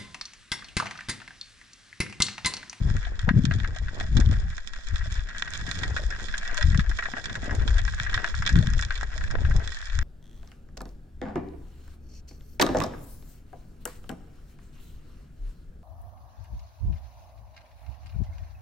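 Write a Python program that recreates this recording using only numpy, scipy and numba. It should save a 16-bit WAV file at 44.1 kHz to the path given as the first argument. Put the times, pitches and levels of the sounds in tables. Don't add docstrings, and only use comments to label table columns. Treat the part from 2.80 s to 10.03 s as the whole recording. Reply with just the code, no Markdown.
import sys
import numpy as np
from scipy import signal
from scipy.io import wavfile
from scipy.ndimage import uniform_filter1d
from numba import njit

SR = 44100
rng = np.random.default_rng(int(sys.argv[2]) if len(sys.argv) > 2 else 0)


def digitize_waveform(pressure):
    field = np.atleast_2d(pressure).T
    bounded = np.clip(field, -1, 1)
    quanta = np.round(bounded * 32767).astype(np.int16)
    wavfile.write(sys.argv[1], SR, quanta)


N = 318843

# time_s, level_db, small_eddy_db
SURGE_CURVE = [(0.0, -19.5, -7), (0.16, -22, -6), (0.22, -28, -18), (0.4, -32, -16.5), (0.47, -14.5, -9.5),
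               (0.53, -29.5, -2.5), (0.58, -15, 0.5), (0.63, -28.5, -1), (0.7, -23, -4.5),
               (0.88, -22.5, -10), (0.97, -37.5, -12), (1.03, -22.5, -12.5), (1.15, -43.5, -7),
               (1.3, -25, -7), (1.38, -14, -1.5), (1.43, -18.5, -12.5), (1.5, -18, -4),
               (1.56, -19.5, -12.5), (1.61, -25.5, -14.5), (1.66, -25, -10), (1.83, -44, -21),
               (2.05, -40.5, -27), (2.13, -21, -13), (2.17, -26.5, -21.5), (2.29, -28.5, -9),
               (2.41, -25, -22), (2.5, -37.5, -24), (2.66, -47, -4), (2.86, -31.5, -7.5),
               (2.94, -38.5, 0.5), (3.06, -27.5, -11.5), (3.22, -33, -11), (3.26, -24.5, -22.5),
               (3.36, -37, -8), (3.54, -34, -26.5), (3.79, -35.5, -25), (3.85, -16, -9), (3.99, -20, -5.5),
               (4.05, -28.5, -17.5), (4.11, -16, -18), (4.17, -36, -27), (4.33, -48.5, -1),
               (4.81, -25, -13), (4.87, -23.5, -16.5), (4.97, -14.5, -18), (5.15, -33, -11.5),
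               (5.38, -27.5, -21), (5.48, -51, -15), (5.56, -23.5, -18), (5.68, -38, -2.5),
               (5.76, -12.5, -3), (5.86, -25.5, -3.5), (5.94, -19, -14), (6.08, -32.5, -14.5),
               (6.12, -27, -29), (6.34, -33, -13.5), (6.4, -23, -17.5), (6.5, -38.5, -5.5),
               (6.6, -24.5, -9), (6.7, -17.5, -11.5), (6.78, -16.5, -15.5), (6.83, -35, -12.5),
               (6.91, -28.5, -25), (6.97, -50.5, -14), (7.15, -23, -26), (7.23, -18.5, -15.5)]
# centre_s, level_db, pitch_hz
EDDY_THUMPS = [(0.017, -22, 117), (0.091, -18, 127), (0.153, -18, 100), (0.438, -21.0, 86.5),
               (0.483, -11.5, 164), (0.512, -9.5, 191), (0.541, -14, 172), (0.568, -8.5, 128),
               (0.592, -6.5, 168), (0.604, -28, 230), (0.644, -11.5, 206), (0.677, -15.5, 120),
               (0.692, -14, 130), (0.718, -34, 173.0), (0.765, -17, 87.5), (0.822, -23.5, 101),
               (1.031, -21, 67), (1.236, -27, 70), (1.339, -18, 54.5), (1.356, -12.5, 103),
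               (1.393, -12, 223), (1.444, -14.5, 58.7), (1.472, -11.5, 86.5), (1.497, -14, 168),
               (1.527, -18, 101.0), (1.584, -24.0, 77.0), (1.656, -30, 44.7), (2.137, -14, 76.4),
               (2.207, -22, 65), (2.391, -21, 67.4), (2.819, -28, 90), (2.843, -32, 100), (2.865, -30, 100),
               (2.887, -32, 109), (2.972, -33, 120), (3.056, -30, 110), (3.123, -30, 85),
               (3.249, -30, 50.5), (3.268, -17, 43.4), (3.85, -13, 88.0), (3.891, -18.5, 101.0),
               (3.957, -11.5, 113), (3.99, -10.5, 150), (4.108, -19, 52), (4.158, -28, 59),
               (4.578, -32, 89), (4.649, -29, 90), (4.728, -24.5, 89), (4.786, -20, 77.0),
               (4.81, -15.5, 45), (4.844, -18, 49.7), (4.899, -19, 80), (4.918, -15.5, 51.6),
               (4.976, -19.5, 66), (5.026, -20.5, 67), (5.21, -25.5, 113), (5.251, -26.5, 70),
               (5.295, -25.5, 59.7), (5.37, -21, 87), (5.553, -23, 65), (5.581, -19, 70),
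               (5.602, -23.5, 132.0), (5.74, -11, 61), (5.762, -9.5, 158), (5.792, -6.5, 133),
               (5.805, -16, 172), (5.827, -24, 152.0), (5.881, -15, 145), (5.948, -19, 100),
               (5.974, -16.5, 70.6), (6.022, -33, 80), (6.064, -27, 89), (6.099, -23, 55),
               (6.179, -24.5, 50), (6.251, -26.5, 55.3), (6.416, -29.5, 70), (6.529, -26, 80),
               (6.607, -15.5, 68), (6.648, -15.5, 65.5), (6.672, -17, 70), (6.704, -22, 101.0),
               (6.757, -18, 129), (6.787, -16, 87.5), (6.839, -29, 70), (6.872, -28.5, 70),
               (6.913, -31, 60), (7.161, -16, 59.0), (7.189, -19.5, 98)]
# start_s, level_db at each of BANDS_HZ, echo_db
LOUD_SNAPS = [(0.1015, -58, -30, -26.5, -42, -44, -47, -40), (0.167, -46, -48, -26.5, -42, -41, -47, -26.5),
              (0.268, -30, -37, -35, -47, -62, -54, -23), (0.3929, -60, -41, -28, -32, -35, -44, -29),
              (0.4906, -23, -3.5, -9, -28, -41, -51, -30.5),
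              (0.6534, -39, -46, -23.5, -25.5, -27, -46, -31), (0.7115, -28, -26, -19, -35, -56, -68, -27),
              (0.738, -39, -39.0, -35, -36, -38, -44, -24), (0.801, -75.0, -43, -25.5, -31, -52, -54, -38),
              (0.845, -45, -35, -21.5, -43, -55, -62.0, -22), (0.962, -38, -31, -37, -40, -46, -55, -19),
              (1.0834, -53, -39, -28.5, -47, -70, -56.0, -23), (1.2004, -50, -34, -27, -27, -36, -50, -26),
              (1.2093, -23.5, -23, -19, -32, -42, -47.0, -43),
              (1.369, -50.0, -38, -25.5, -29, -27.5, -62, -22.5),
              (1.401, -35, -38, -35, -35.5, -34, -38, -22.5),
              (1.4101, -39.0, -45, -23, -40, -49, -44.0, -47),
              (1.461, -67.0, -62, -40, -34.5, -45, -51, -36),
              (1.5128, -70, -46, -32.5, -39, -40.5, -57, -23),
              (1.5395, -35, -45, -24.5, -45, -45, -50, -42),
              (1.7807, -34, -21, -28.5, -37, -39.5, -59, -33),
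              (1.8743, -66, -46, -36, -31, -34, -38, -27.5), (2.0695, -64, -53, -39, -44, -40.0, -50, -19),
              (2.0866, -71, -50, -45, -44, -33, -54, -38),
              (2.1585, -52, -46, -27.5, -32.5, -41, -41.0, -24.5),
              (2.2101, -56, -29, -31, -55.0, -68, -68.0, -30.5),
              (2.3244, -72.0, -60.0, -33, -39, -34, -35, -37), (2.342, -75.0, -44, -39, -43, -36, -43, -30),
              (2.3542, -58.0, -31.5, -33, -42, -49, -48, -22.5),
              (2.4877, -76.0, -50, -37.5, -44.5, -49, -55.0, -16),
              (2.583, -51, -61.0, -37, -33, -35.5, -37, -29), (2.5967, -51, -46, -30, -41.0, -35, -49, -34),
              (2.623, -45, -18, -14.5, -19.5, -35, -36.0, -48),
              (2.7366, -58, -52, -31, -27.5, -34, -32, -33), (2.7526, -53, -45, -37, -31, -50, -49.0, -35),
              (2.7762, -54.0, -39.0, -47, -45, -31, -37, -38), (2.9135, -52, -41, -22, -23, -29, -33, -30),
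              (2.9885, -56, -42, -32, -35.5, -38, -50, -20.5),
              (3.0335, -43.0, -35, -25, -32, -41, -60, -17.5),
              (3.069, -54.0, -20, -33, -63.0, -64, -67.0, -39),
              (3.1014, -59, -56, -41, -53, -45, -54.0, -19), (3.165, -35, -36, -14, -33.5, -40, -47, -24),
              (3.3038, -42, -53, -24, -42, -35.5, -47, -20.5),
              (3.3241, -41.0, -44, -23.5, -59, -51.0, -68.0, -28),
              (3.3984, -40, -22, -28, -52, -51, -68.0, -32),
              (3.4844, -61.0, -44, -27, -34, -45, -48, -21.5),
              (3.5403, -42, -39, -23, -34, -67.0, -54.0, -20.5),
              (3.5802, -54, -49, -32.5, -33, -31, -39, -21.5), (3.745, -51.0, -21, -29, -41, -36, -36, -27),
              (3.7721, -64.0, -40, -22, -32.5, -29, -38, -30),
              (3.7773, -41, -29, -16.5, -32.0, -28.5, -46, -22.5),
              (3.8097, -44, -48, -27, -37, -47, -44, -13.5),
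              (3.8263, -52, -38, -19.5, -28.5, -31, -52, -27), (3.9003, -77, -43, -42, -44, -46, -49, -17),
              (3.9463, -37, -36, -17.5, -47, -44, -45.0, -24.5),
              (3.9757, -52.0, -43, -41, -27.5, -30.5, -35.0, -33),
              (3.9942, -45, -21.5, -17.5, -29, -43, -39.0, -24),
              (4.0945, -40, -33.0, -31.5, -42, -36.5, -42, -21.5),
              (4.114, -51, -32, -22.5, -48.0, -50, -50.0, -26),
              (4.1868, -33, -39, -20, -39.5, -47, -47.0, -16.5),
              (4.225, -63, -38, -23.5, -56, -53, -53, -18.5), (4.2551, -36, -37, -22, -39, -55, -53.0, -22),
              (4.3364, -24, -15, -19.5, -49, -72.0, -52.0, -43),
              (4.3673, -31, -39, -24.5, -63, -62, -60, -17.5),
              (4.4413, -45, -49, -33, -32.5, -39, -44, -21.5),
              (4.457, -53.0, -39, -23, -30, -32, -56, -29.5),
              (4.4966, -34, -29, -29, -35.5, -47, -66.0, -22.5),
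              (4.5297, -61, -34, -42, -35, -36, -49, -47),
              (4.554, -48.0, -30, -28.5, -41, -35.5, -55, -18.5),
              (4.6304, -26, -33.0, -36, -64, -71.0, -58.0, -39),
              (4.695, -27, -21, -24, -71, -70.0, -71.0, -41), (4.709, -35, -21, -28.5, -50, -40, -70, -20),
              (4.729, -25, -39.0, -37, -52.0, -49, -56.0, -26),
              (4.751, -45, -32, -35, -42, -36.5, -34, -24.5), (4.7965, -43, -33, -30, -41, -62, -62, -27),
              (4.8772, -55, -29.5, -29.5, -28.5, -35, -59, -20),
              (4.9823, -42, -35, -35, -41, -38, -61, -18), (4.9891, -34, -33, -27, -32, -43, -44, -24),
              (5.0166, -67, -48, -45, -37, -39, -50.0, -34.0), (5.0514, -68, -39, -26, -35, -34, -55, -31),
              (5.0786, -53.0, -26, -25, -38, -43, -50.0, -24),
              (5.1365, -63.0, -27, -27.5, -45, -47, -71.0, -26),
              (5.1994, -50.0, -36, -12.5, -26.5, -39, -44, -42),
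              (5.2333, -38, -31, -35, -35, -35.5, -38, -27),
              (5.2645, -45, -47.0, -19.5, -64.0, -61, -63, -34),
              (5.2976, -38, -33.0, -34, -37, -51, -42.0, -20),
              (5.3303, -45, -50, -19, -50.0, -52, -71.0, -23), (5.342, -50, -29, -20, -22, -34, -32, -19.5),
              (5.3766, -45, -14, -16.5, -30, -63, -55.0, -30),
              (5.394, -40, -23, -49.0, -59.0, -72.0, -69.0, -20),
              (5.444, -39, -16, -20, -36, -41, -46, -21), (5.4759, -64.0, -36, -34, -34.5, -53, -39.0, -25),
              (5.543, -51, -19, -22.5, -50, -67, -70.0, -34),
              (5.5509, -58, -41.0, -51, -30.5, -35.5, -55, -28),
              (5.623, -43.0, -20, -20, -43, -36, -58, -23.5),
              (5.6635, -48, -39, -21, -23.0, -27.5, -47, -23.5),
              (5.6755, -46, -36, -16, -18, -33, -30, -36), (5.692, -45, -36, -21.5, -29, -27.5, -46, -21),
              (5.7564, -34, -27, -20.5, -27, -43, -33, -27), (5.777, -42, -34, -28, -52, -55, -45.0, -23),
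              (5.789, -57, -42, -31, -32, -35.5, -40, -26), (5.8712, -50, -35, -28, -28.5, -32, -38, -46),
              (5.936, -62.0, -42, -28.5, -36, -34.5, -45, -39),
              (5.9922, -50, -49, -25, -34, -40, -42, -22.5),
              (6.0122, -55.0, -59.0, -37, -41, -29, -36, -35),
              (6.0247, -48, -36, -21.5, -26, -32, -47, -24.5),
              (6.05, -62.0, -44, -35, -30, -29.5, -51, -36),
              (6.1064, -46.0, -37, -18.5, -32, -46, -60, -24.5),
              (6.1546, -47, -43, -32.5, -35, -44, -46, -18.5),
              (6.2109, -53.0, -34, -22, -39, -40, -42, -34), (6.218, -32, -14, -40, -42, -45, -53.0, -26),
              (6.2312, -51, -28, -29, -43, -33, -67, -26),
              (6.3791, -51.0, -38.0, -28, -38, -35, -45, -36.0),
              (6.4094, -39, -25, -26.5, -50, -59.0, -54.0, -24.5),
              (6.439, -47, -44, -33, -43, -42, -42, -21), (6.504, -52, -42, -23.5, -45, -47, -46, -30),
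              (6.511, -65, -48, -30, -38, -36, -52, -23.5), (6.5533, -25, -14, -22.5, -37, -60, -57.0, -35),
              (6.586, -25.5, -33, -33, -58, -75, -63, -40), (6.6507, -49, -38, -23, -39, -62, -44.0, -28),
              (6.711, -58, -37, -25, -60, -46, -75, -22), (6.7641, -39, -42, -30.5, -39, -34.5, -49, -24),
              (6.8759, -51, -43, -26.5, -31, -31, -48, -33), (6.9201, -73.0, -51, -30, -33, -41, -47, -24),
              (7.0158, -64, -49, -37, -37, -42, -53.0, -36),
              (7.0262, -59.0, -38, -25.5, -66.0, -58.0, -67.0, -50),
              (7.1896, -52.0, -30, -22, -31.5, -27.5, -42, -49)]
# start_s, level_db at each of BANDS_HZ but the first
SMALL_SNAPS = [(0.191, -59, -54, -54, -45, -63), (0.2505, -51, -34, -35, -59, -56),
               (0.4161, -62, -56, -44, -48, -41), (0.5521, -59, -33, -68, -64, -67),
               (0.637, -68, -47, -38.5, -45, -53), (0.7209, -39, -30, -40, -46, -60),
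               (0.7879, -66, -55, -37, -53, -61), (0.8333, -63, -26.5, -64, -59, -64),
               (0.8756, -53, -38, -41, -42, -46), (0.949, -58, -38, -50, -45, -55),
               (0.986, -52, -43, -37, -44, -52), (1.4896, -56, -38, -40, -53, -52),
               (1.5294, -69, -54, -47, -45, -43), (1.7022, -66, -37, -43, -47, -54),
               (1.768, -53, -41, -43, -40, -56), (1.935, -48, -31, -37.5, -40, -53),
               (2.1062, -50, -33, -61, -66, -69), (2.1819, -64, -47, -44, -44, -53),
               (2.319, -51, -37, -41, -40, -45), (2.3941, -42, -35, -39, -62, -55),
               (2.5483, -51, -30, -51, -65, -66), (2.648, -56, -54, -49, -39, -63),
               (2.6791, -42, -33, -39, -49, -65), (2.7051, -34, -34, -58, -37, -36),
               (2.7274, -46, -37, -44, -54, -57), (2.7455, -41, -32, -52, -53, -46),
               (2.8653, -60, -50, -47, -41, -45), (3.0163, -60, -31, -49, -55, -67),
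               (3.1762, -44, -22, -37, -42, -54), (3.2192, -60, -51, -43, -50, -41),
               (3.2651, -47, -53, -54, -40, -43), (3.3557, -46, -44, -51, -57, -48),
               (3.43, -50, -47, -47, -40, -42), (3.6771, -53, -43, -36, -36, -45),
               (3.9199, -62, -53, -39, -50, -58), (3.9281, -41, -31, -51, -49, -67),
               (4.2386, -57, -33, -42, -45, -56), (4.3297, -61, -53, -46, -57, -53),
               (4.3517, -32, -47, -49, -69, -64), (4.3861, -53, -41, -54, -49, -59),
               (4.6433, -53, -30, -54, -42, -41), (4.8265, -55, -33, -63, -55, -69),
               (4.9056, -48, -28.5, -51, -42, -60), (5.0387, -60, -53, -60, -44, -48),
               (5.1467, -59, -55, -48, -38, -42), (5.4636, -53, -36, -38, -42, -52),
               (5.4876, -46, -51, -42, -52, -66), (5.5749, -62, -36, -45, -42, -54),
               (5.6524, -44, -30, -32, -54, -59), (5.7271, -56, -46, -51, -32, -57),
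               (5.767, -45, -36, -38, -35, -41), (5.8266, -50, -35, -35.5, -42, -46),
               (5.8878, -46, -34, -44, -52, -67), (5.9022, -56, -33, -50, -38, -44),
               (5.9814, -51, -55, -38, -38, -48), (6.1237, -56, -29, -43, -41, -62),
               (6.1774, -48, -35, -34.5, -42, -46), (6.4763, -59, -30, -40, -58, -61),
               (6.662, -62, -39, -48, -55, -46), (6.6984, -63, -47, -49, -41, -53),
               (6.8011, -48, -31, -60, -54, -67), (6.9043, -66, -56, -38, -47, -47),
               (6.9694, -54, -25, -65, -63, -67), (6.9884, -43, -54, -43, -41, -47),
               (7.0561, -62, -43, -46, -37, -49), (7.0736, -50, -42, -49, -45, -54),
               (7.0992, -64, -33.5, -35, -53, -64), (7.1753, -49, -41, -65, -59, -63)]
# pitch_hz, t60_s, left_db, right_db, right_lead_rad
HOUSING_MODES = [(480, 0.0071, -28, -1.5, 2.5), (690, 0.029, -5.5, -18.5, 1.5),
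                 (1282, 0.0035, -17, -10, 2.4), (1638.5, 0.017, -6.5, -14.5, 0.5),
                 (1767, 0.028, -11.5, -20.5, 4), (1893, 0.041, -22, -14.5, 0.23),
                 (2304, 0.017, -14.5, -14.5, 4.5), (2500, 0.0043, -8.5, -49, 4.5),
                 (3213, 0.01, -9.5, -6.5, -8.5), (3457, 0.017, -15.5, -7.5, 1.51),
                 (4385, 0.0019, -14, 4.5, 1.77), (5186, 0.006, -18, 0, 7), (6660, 0.0034, -29, 2.5, 2),
                 (7460, 0.0043, -52, -6, 5), (10600, 0.002, -35, -4.5, 2), (11900, 0.0039, -14.5, -14, 0.5),
                 (13000, .002, -10, -8.5, 2), (15000, .002, -14.5, -10.5, 5.5),
                 (1000, 0.018, -39, -16.5, 5.5), (1425, 0.011, -17, -16.5, 1.17)]
# time_s, mid_db, treble_db
COLONY_CURVE = [(0.0, -48.5, -56), (0.76, -48, -59), (1.15, -49, -58), (1.33, -48, -55.5),
                (1.75, -50, -61.5), (1.95, -51, -56), (2.2, -46, -55.5), (2.58, -46, -58.5),
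                (2.74, -42, -51.5), (3.24, -45, -52.5), (3.79, -40.5, -52), (4.01, -48.5, -55.5),
                (4.53, -44, -55.5), (5.64, -43, -54), (6.04, -47.5, -54.5), (6.22, -48, -58),
                (6.6, -48, -56.5), (6.95, -46, -53.5), (7.23, -44, -55)]
# start_s, level_db, pitch_hz
AIR_POPS = [(0.49, -42, 266), (0.752, -23.5, 270), (1.208, -28, 260), (1.354, -36, 480), (1.389, -33, 550),
            (1.99, -35, 700), (2.46, -44, 680), (2.825, -34.5, 300), (2.881, -27, 262), (3.025, -28, 300),
            (3.053, -27.5, 298), (3.108, -28, 750), (3.166, -28, 510), (3.235, -28, 526), (3.305, -38, 700),
            (3.981, -23, 248), (4.097, -29.5, 320), (4.286, -22.5, 802), (4.337, -24.5, 242),
            (4.411, -33, 649), (4.514, -29, 239), (4.63, -24, 254), (4.68, -21.5, 248), (4.716, -28, 750),
            (4.731, -32, 320), (4.74, -25, 266), (4.752, -31, 550), (4.766, -29, 600), (4.782, -30, 400),
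            (4.855, -22.5, 243), (5.402, -25, 690), (6.23, -19, 830), (6.361, -39, 635), (6.521, -29, 799),
            (6.553, -15.5, 504)]
# start_s, level_db, pitch_hz, t60_s
SEAM_BUBBLES = [(1.233, -42.5, 630, 0.17), (1.654, -50, 774, 0.16), (2.258, -36, 634, 0.043),
                (3.194, -27, 594, 0.041), (3.788, -30, 596, 0.13), (4.675, -32.5, 576, 0.081),
                (4.799, -60, 465, 0.091), (5.447, -30.5, 677, 0.064), (5.828, -30, 606, 0.051),
                (6.361, -38, 630, 0.061)]
# time_s, level_db
GURGLE_CURVE = [(0.04, -43), (0.45, -56.5), (0.49, -29), (0.51, -56), (1.1, -54), (1.22, -43), (1.3, -59),
                (1.4, -36), (1.73, -62), (2.7, -61), (2.86, -46), (2.96, -59), (3.06, -38.5), (3.15, -45.5),
                (3.23, -45), (3.36, -53), (3.42, -49), (3.63, -63), (3.81, -50.5), (3.86, -60.5),
                (4.55, -45), (4.7, -35.5), (4.79, -40), (4.83, -42), (5.17, -57), (5.44, -39), (5.52, -58),
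                (5.84, -45), (5.88, -58), (6.51, -50), (6.55, -38), (6.58, -49), (6.7, -46), (6.8, -42.5),
                (6.86, -51.5), (7.12, -75)]
# centre_s, length_s, level_db
WATER_RUSHES = [(2.883, 0.04, -44.5), (3.05, 0.072, -50.5), (3.28, 0.18, -69), (3.418, 0.046, -55),
                (3.71, 0.15, -48), (4.35, 0.35, -60), (4.665, 0.055, -49.5), (5.397, 0.07, -49),
                (6.3, 0.033, -59), (6.812, 0.041, -50.5)]
# time_s, left_db, right_db
SWAY_CURVE = [(0.15, -29.5, -34), (0.55, -40, -39), (0.95, -41, -41), (1.35, -29.5, -31),
              (1.75, -38.5, -36), (2.15, -38, -39), (2.55, -40, -42), (2.95, -40, -34), (3.35, -47, -33),
              (3.75, -26, -28.5), (4.15, -36, -39), (4.55, -40, -36), (4.95, -26, -31), (5.35, -36, -34.5),
              (5.75, -31, -38), (6.15, -37, -37), (6.55, -32, -26), (6.95, -38, -38)]
# time_s, level_db
HUM_CURVE = [(0, -59.5), (1.7, -60), (2.1, -59), (2.7, -58), (3.5, -53.5), (4.2, -57), (5.6, -55.5),
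             (6.2, -60), (7.23, -66)]

BANDS_HZ = [700, 1200, 1700, 3500, 6000, 11000]
EDDIES_PER_S, EDDY_HZ, EDDY_DB_PER_OCTAVE, EDDY_DAMPING = 320, 215.4, 9, 1.96
THUMP_WIDTH_CYCLES, THUMP_PULL_DB, RIGHT_LOWPASS_HZ = 0.49, -3, 235
SNAP_DRIVE_DB, SNAP_SPREAD_DB, PRECLICK_MAX_S, PRECLICK_DB = 9, 2.0, 0.0011, -17
SMALL_SNAP_BASS_DB, SMALL_SNAP_ECHO_DB = -68, -26
ECHOES_PER_S, ECHO_T60_S = 1300, 0.071
COLONY_PER_S, COLONY_DRIVE_DB = 1200, -11.5
SOFT_SHELL_HZ, STIFF_SHELL_HZ, PORT_HZ, STOPBAND_HZ = 3370, 8640, 7270, 16200
SWAY_HZ, HUM_HZ = 15, 196


def surge():
    level_db, small_eddy_db = curves(SURGE_CURVE)
    edge_hz = np.clip(EDDY_HZ * 2 ** (small_eddy_db / EDDY_DB_PER_OCTAVE), 25, 500)
    step_rad = 2 * np.pi * edge_hz / SR
    kicks = [grains(EDDIES_PER_S, spread_db=1.4) / np.sqrt(step_rad) for _ in range(3)]
    lumps = butter([swept_lowpass(x, step_rad, EDDY_DAMPING) for x in kicks], 26.6, "high", order=2)
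    lumps /= np.sqrt(uniform_filter1d(lumps[0] ** 2, size=3500) + 1e-9)
    gain = from_db(level_db + drift(19.4))
    left, right = gain * ports(*lumps, own_db=-10, right_db=-4, lag_s=0.0013) + thumps()
    return np.array([left, butter(right, RIGHT_LOWPASS_HZ, "low", order=2)])


def thumps():
    pad = SR // 2
    pressure = np.zeros(N + 2 * pad)
    t = np.arange(-SR // 10, SR // 10) / SR
    for centre_s, level_db, pitch_hz in EDDY_THUMPS:
        swing = -np.sin(2 * np.pi * pitch_hz * t) * np.where(t > 0, from_db(THUMP_PULL_DB), 1)
        bell = np.exp(-(t * pitch_hz / THUMP_WIDTH_CYCLES) ** 2 / 2)
        at = pad + round(centre_s * SR) - len(t) // 2
        pressure[at:at + len(t)] += np.sqrt(2) * from_db(level_db) * swing * bell
    return ports(pressure[pad:pad + N], right_db=-6.5, lag_s=0.0016)


def near_snaps():
    small = [(start_s, SMALL_SNAP_BASS_DB, *db, SMALL_SNAP_ECHO_DB) for start_s, *db in SMALL_SNAPS]
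    start_s, *bands_db, echo_db = np.vstack([LOUD_SNAPS, small]).T
    at = np.round(start_s * SR).astype(int)
    echoes = [grains(ECHOES_PER_S, spread_db=0.5) for _ in range(3)]
    for k, (pitch_hz, *_) in enumerate(HOUSING_MODES):
        chance_db = SNAP_SPREAD_DB * rng.standard_normal(len(at))
        strike = from_db(band_weights(pitch_hz) @ bands_db + SNAP_DRIVE_DB + chance_db)
        direct, echo_onsets = np.zeros((2, N))
        direct[at], echo_onsets[at] = strike, strike * from_db(echo_db)
        ahead = (rng.uniform(0.2, 1, len(at)) * PRECLICK_MAX_S * SR).astype(int)
        direct[np.maximum(at - ahead, 0)] -= strike * from_db(PRECLICK_DB)
        t60_s = ECHO_T60_S * (1700 / pitch_hz) ** 0.27
        envelope = signal.lfilter([1], [1, -from_db(-60 / (t60_s * SR))], echo_onsets + 1e-18)
        yield direct + envelope * (echoes[0] + 0.66 * echoes[1 + k % 2])


def housing(near_drives, far_drives, water):
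    soft, stiff, thin = np.zeros((3, 2, N))
    for k, (mode, near, (far, left_only)) in enumerate(zip(HOUSING_MODES, near_drives, far_drives)):
        pitch_hz, t60_s, left_db, right_db, lead_rad = mode
        treble = band_weights(pitch_hz)[3:].sum()
        drive = (-1) ** k * (near + far + (1 - treble) * water)
        left = from_db(left_db) * ring(drive + left_only, pitch_hz, t60_s)
        right = from_db(right_db) * ring(drive, pitch_hz, t60_s, lead_rad)
        if treble < 0.5:
            soft += [left, right]
        elif pitch_hz < STIFF_SHELL_HZ:
            stiff += [left, right]
        else:
            thin += [left, right]
    shell = butter(soft, SOFT_SHELL_HZ, "low", order=2) + butter(stiff, STIFF_SHELL_HZ, "low", order=4)
    return butter(shell + thin, 958, "high", order=2)


def pops():
    pressure = np.zeros(N)
    for start_s, level_db, pitch_hz in AIR_POPS:
        at, kick = round(start_s * SR), np.zeros(SR // 20)
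        kick[0] = from_db(level_db)
        pressure[at:at + len(kick)] += ring(kick, pitch_hz, t60_s=8.1 / pitch_hz, lead_rad=0.096)[:N - at]
    return ports(butter(pressure, 2600, "low", order=2), right_db=-9)


def bubbles():
    pressure = np.zeros(N)
    for start_s, level_db, pitch_hz, t60_s in SEAM_BUBBLES:
        at = round(start_s * SR)
        t = np.arange(min(N - at, SR // 4)) / SR
        envelope = (1 - np.exp(-t / 0.00098)) * from_db(level_db - 60 * t / t60_s)
        pressure[at:at + len(t)] += envelope * np.sin(2 * np.pi * pitch_hz * t * (1 + 0.58 * t))
    return ports(pressure, right_db=-3.5)


def gurgle():
    pitches_hz, layers = np.geomspace(300, 1400, 8), []
    for _ in range(3):
        clicks = grains(900 * from_db(2.5 * drift(14)), spread_db=3.5)
        pocket = rng.integers(0, len(pitches_hz), N)
        ringing = sum(ring(clicks * (pocket == k), hz, t60_s=1.28 / hz) for k, hz in enumerate(pitches_hz))
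        layers.append(butter(unit_rms(ringing), 1800, "low", order=2))
    gain = from_db(curves(GURGLE_CURVE)[0] + 4 * drift(18.4))
    return gain * ports(*layers, own_db=-6, right_db=-7.5)


def far_colony():
    mid_db, treble_db = curves(COLONY_CURVE)
    clumps = drift(60)
    mid_gain = from_db(mid_db + COLONY_DRIVE_DB + 0.71 * clumps + 3.17 * drift(14.4))
    treble_gain = from_db(treble_db + COLONY_DRIVE_DB + 0.68 * clumps + 2.96 * drift(15))
    snaps = [grains(COLONY_PER_S * from_db(3 * drift(9)), spread_db=5.5) for _ in range(3)]
    crackle = snaps + 0.69 * rng.standard_normal((3, N))
    for k, (pitch_hz, *_) in enumerate(HOUSING_MODES):
        weights = band_weights(pitch_hz)
        treble = weights[3:].sum()
        gain = (1 - treble) * from_db(-14 * weights[0] - 12.3 * weights[1]) * mid_gain
        gain += treble * from_db(-6 * weights[5]) * treble_gain
        shared = gain * (0.76 * crackle[0] + 1.003 * crackle[1 + k % 2])
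        yield shared, 0.54 * treble * gain * crackle[2 - k % 2]


def rushes():
    t = np.arange(N) / SR
    envelope = sum(from_db(level_db) * np.exp(-(2 * (t - centre_s) / length_s) ** 2)
                   for centre_s, length_s, level_db in WATER_RUSHES)
    return envelope * rng.standard_normal(N)


def sway():
    heave = butter(rng.standard_normal((2, N)), SWAY_HZ, "low", order=4)
    return from_db(curves(SWAY_CURVE)) * unit_rms(butter(heave, 3, "high", order=1))


def hum():
    tone = unit_rms(ring(rng.standard_normal(N), HUM_HZ, t60_s=0.041))
    gain = from_db(curves(HUM_CURVE)[0] + 1.5 * drift(3.3))
    return ports(gain * tone, right_db=-6.5)


def hiss():
    return from_db(-77.5) * butter(rng.standard_normal((2, N)), 3500, "low", order=2)


def ports(shared, left_own=0, right_own=0, *, right_db, own_db=0, lag_s=0.00025):
    late = np.interp(np.arange(N) - lag_s * SR, np.arange(N), shared)
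    own_gain = from_db(own_db)
    return np.array([late + own_gain * left_own, from_db(right_db) * (shared + own_gain * right_own)])


def grains(per_s, spread_db):
    born = rng.random(N) < per_s / SR
    size_db = spread_db * np.minimum(rng.exponential(1, born.sum()), 5)
    clicks = np.zeros(N)
    clicks[born] = from_db(size_db) * rng.choice([-1, 1], born.sum())
    return unit_rms(clicks)


def drift(rate_hz):
    hop, settle = 40, 2000
    pole = np.exp(-2 * np.pi * rate_hz * hop / SR)
    noise = rng.standard_normal(N // hop + settle + 2)
    slow = signal.lfilter([1], [1, -2 * pole, pole * pole], noise)[settle:]
    return np.interp(np.arange(N) / hop, np.arange(len(slow)), unit_rms(slow))


def ring(clicks, pitch_hz, t60_s, lead_rad=0):
    r, w = from_db(-60 / (t60_s * SR)), 2 * np.pi * pitch_hz / SR
    numerator = [np.sin(lead_rad), r * np.sin(w - lead_rad)]
    return signal.lfilter(numerator, [1, -2 * r * np.cos(w), r * r], clicks + 1e-18)


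@njit
def swept_lowpass(x, step_rad, damping):
    out, low, band = np.empty_like(x), np.zeros(2), np.zeros(2)
    for i in range(len(x)):
        v = x[i]
        for k in range(2):
            band[k] += step_rad[i] * (v - low[k] - damping * band[k])
            low[k] += step_rad[i] * band[k]
            v = low[k]
        out[i] = v
    return out


def band_weights(pitch_hz):
    return np.array([np.interp(np.log(pitch_hz), np.log(BANDS_HZ), row) for row in np.eye(6)])


def curves(rows):
    time_s, *columns = np.transpose(rows)
    return [np.interp(np.arange(N) / SR, time_s, column) for column in columns]


def butter(x, edge_hz, kind, order):
    return signal.sosfilt(signal.butter(order, edge_hz, kind, fs=SR, output="sos"), x)


def from_db(db):
    return 10 ** (np.asarray(db) / 20)


def unit_rms(x):
    return x / np.sqrt(np.mean(x ** 2) + 1e-20)


def scene():
    noise_floor = hiss()
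    water = surge() + gurgle() + pops() + bubbles()
    ringing = housing(near_snaps(), far_colony(), rushes())
    return water + ringing + sway() + hum() + noise_floor


def record(dry):
    dull = butter(dry, PORT_HZ, "low", order=3)
    rounded = 0.91 * np.tanh(dull / 0.94)
    return signal.sosfilt(signal.cheby2(18, 60, STOPBAND_HZ, fs=SR, output="sos"), rounded)


dry = scene()
out = record(dry)
digitize_waveform(out)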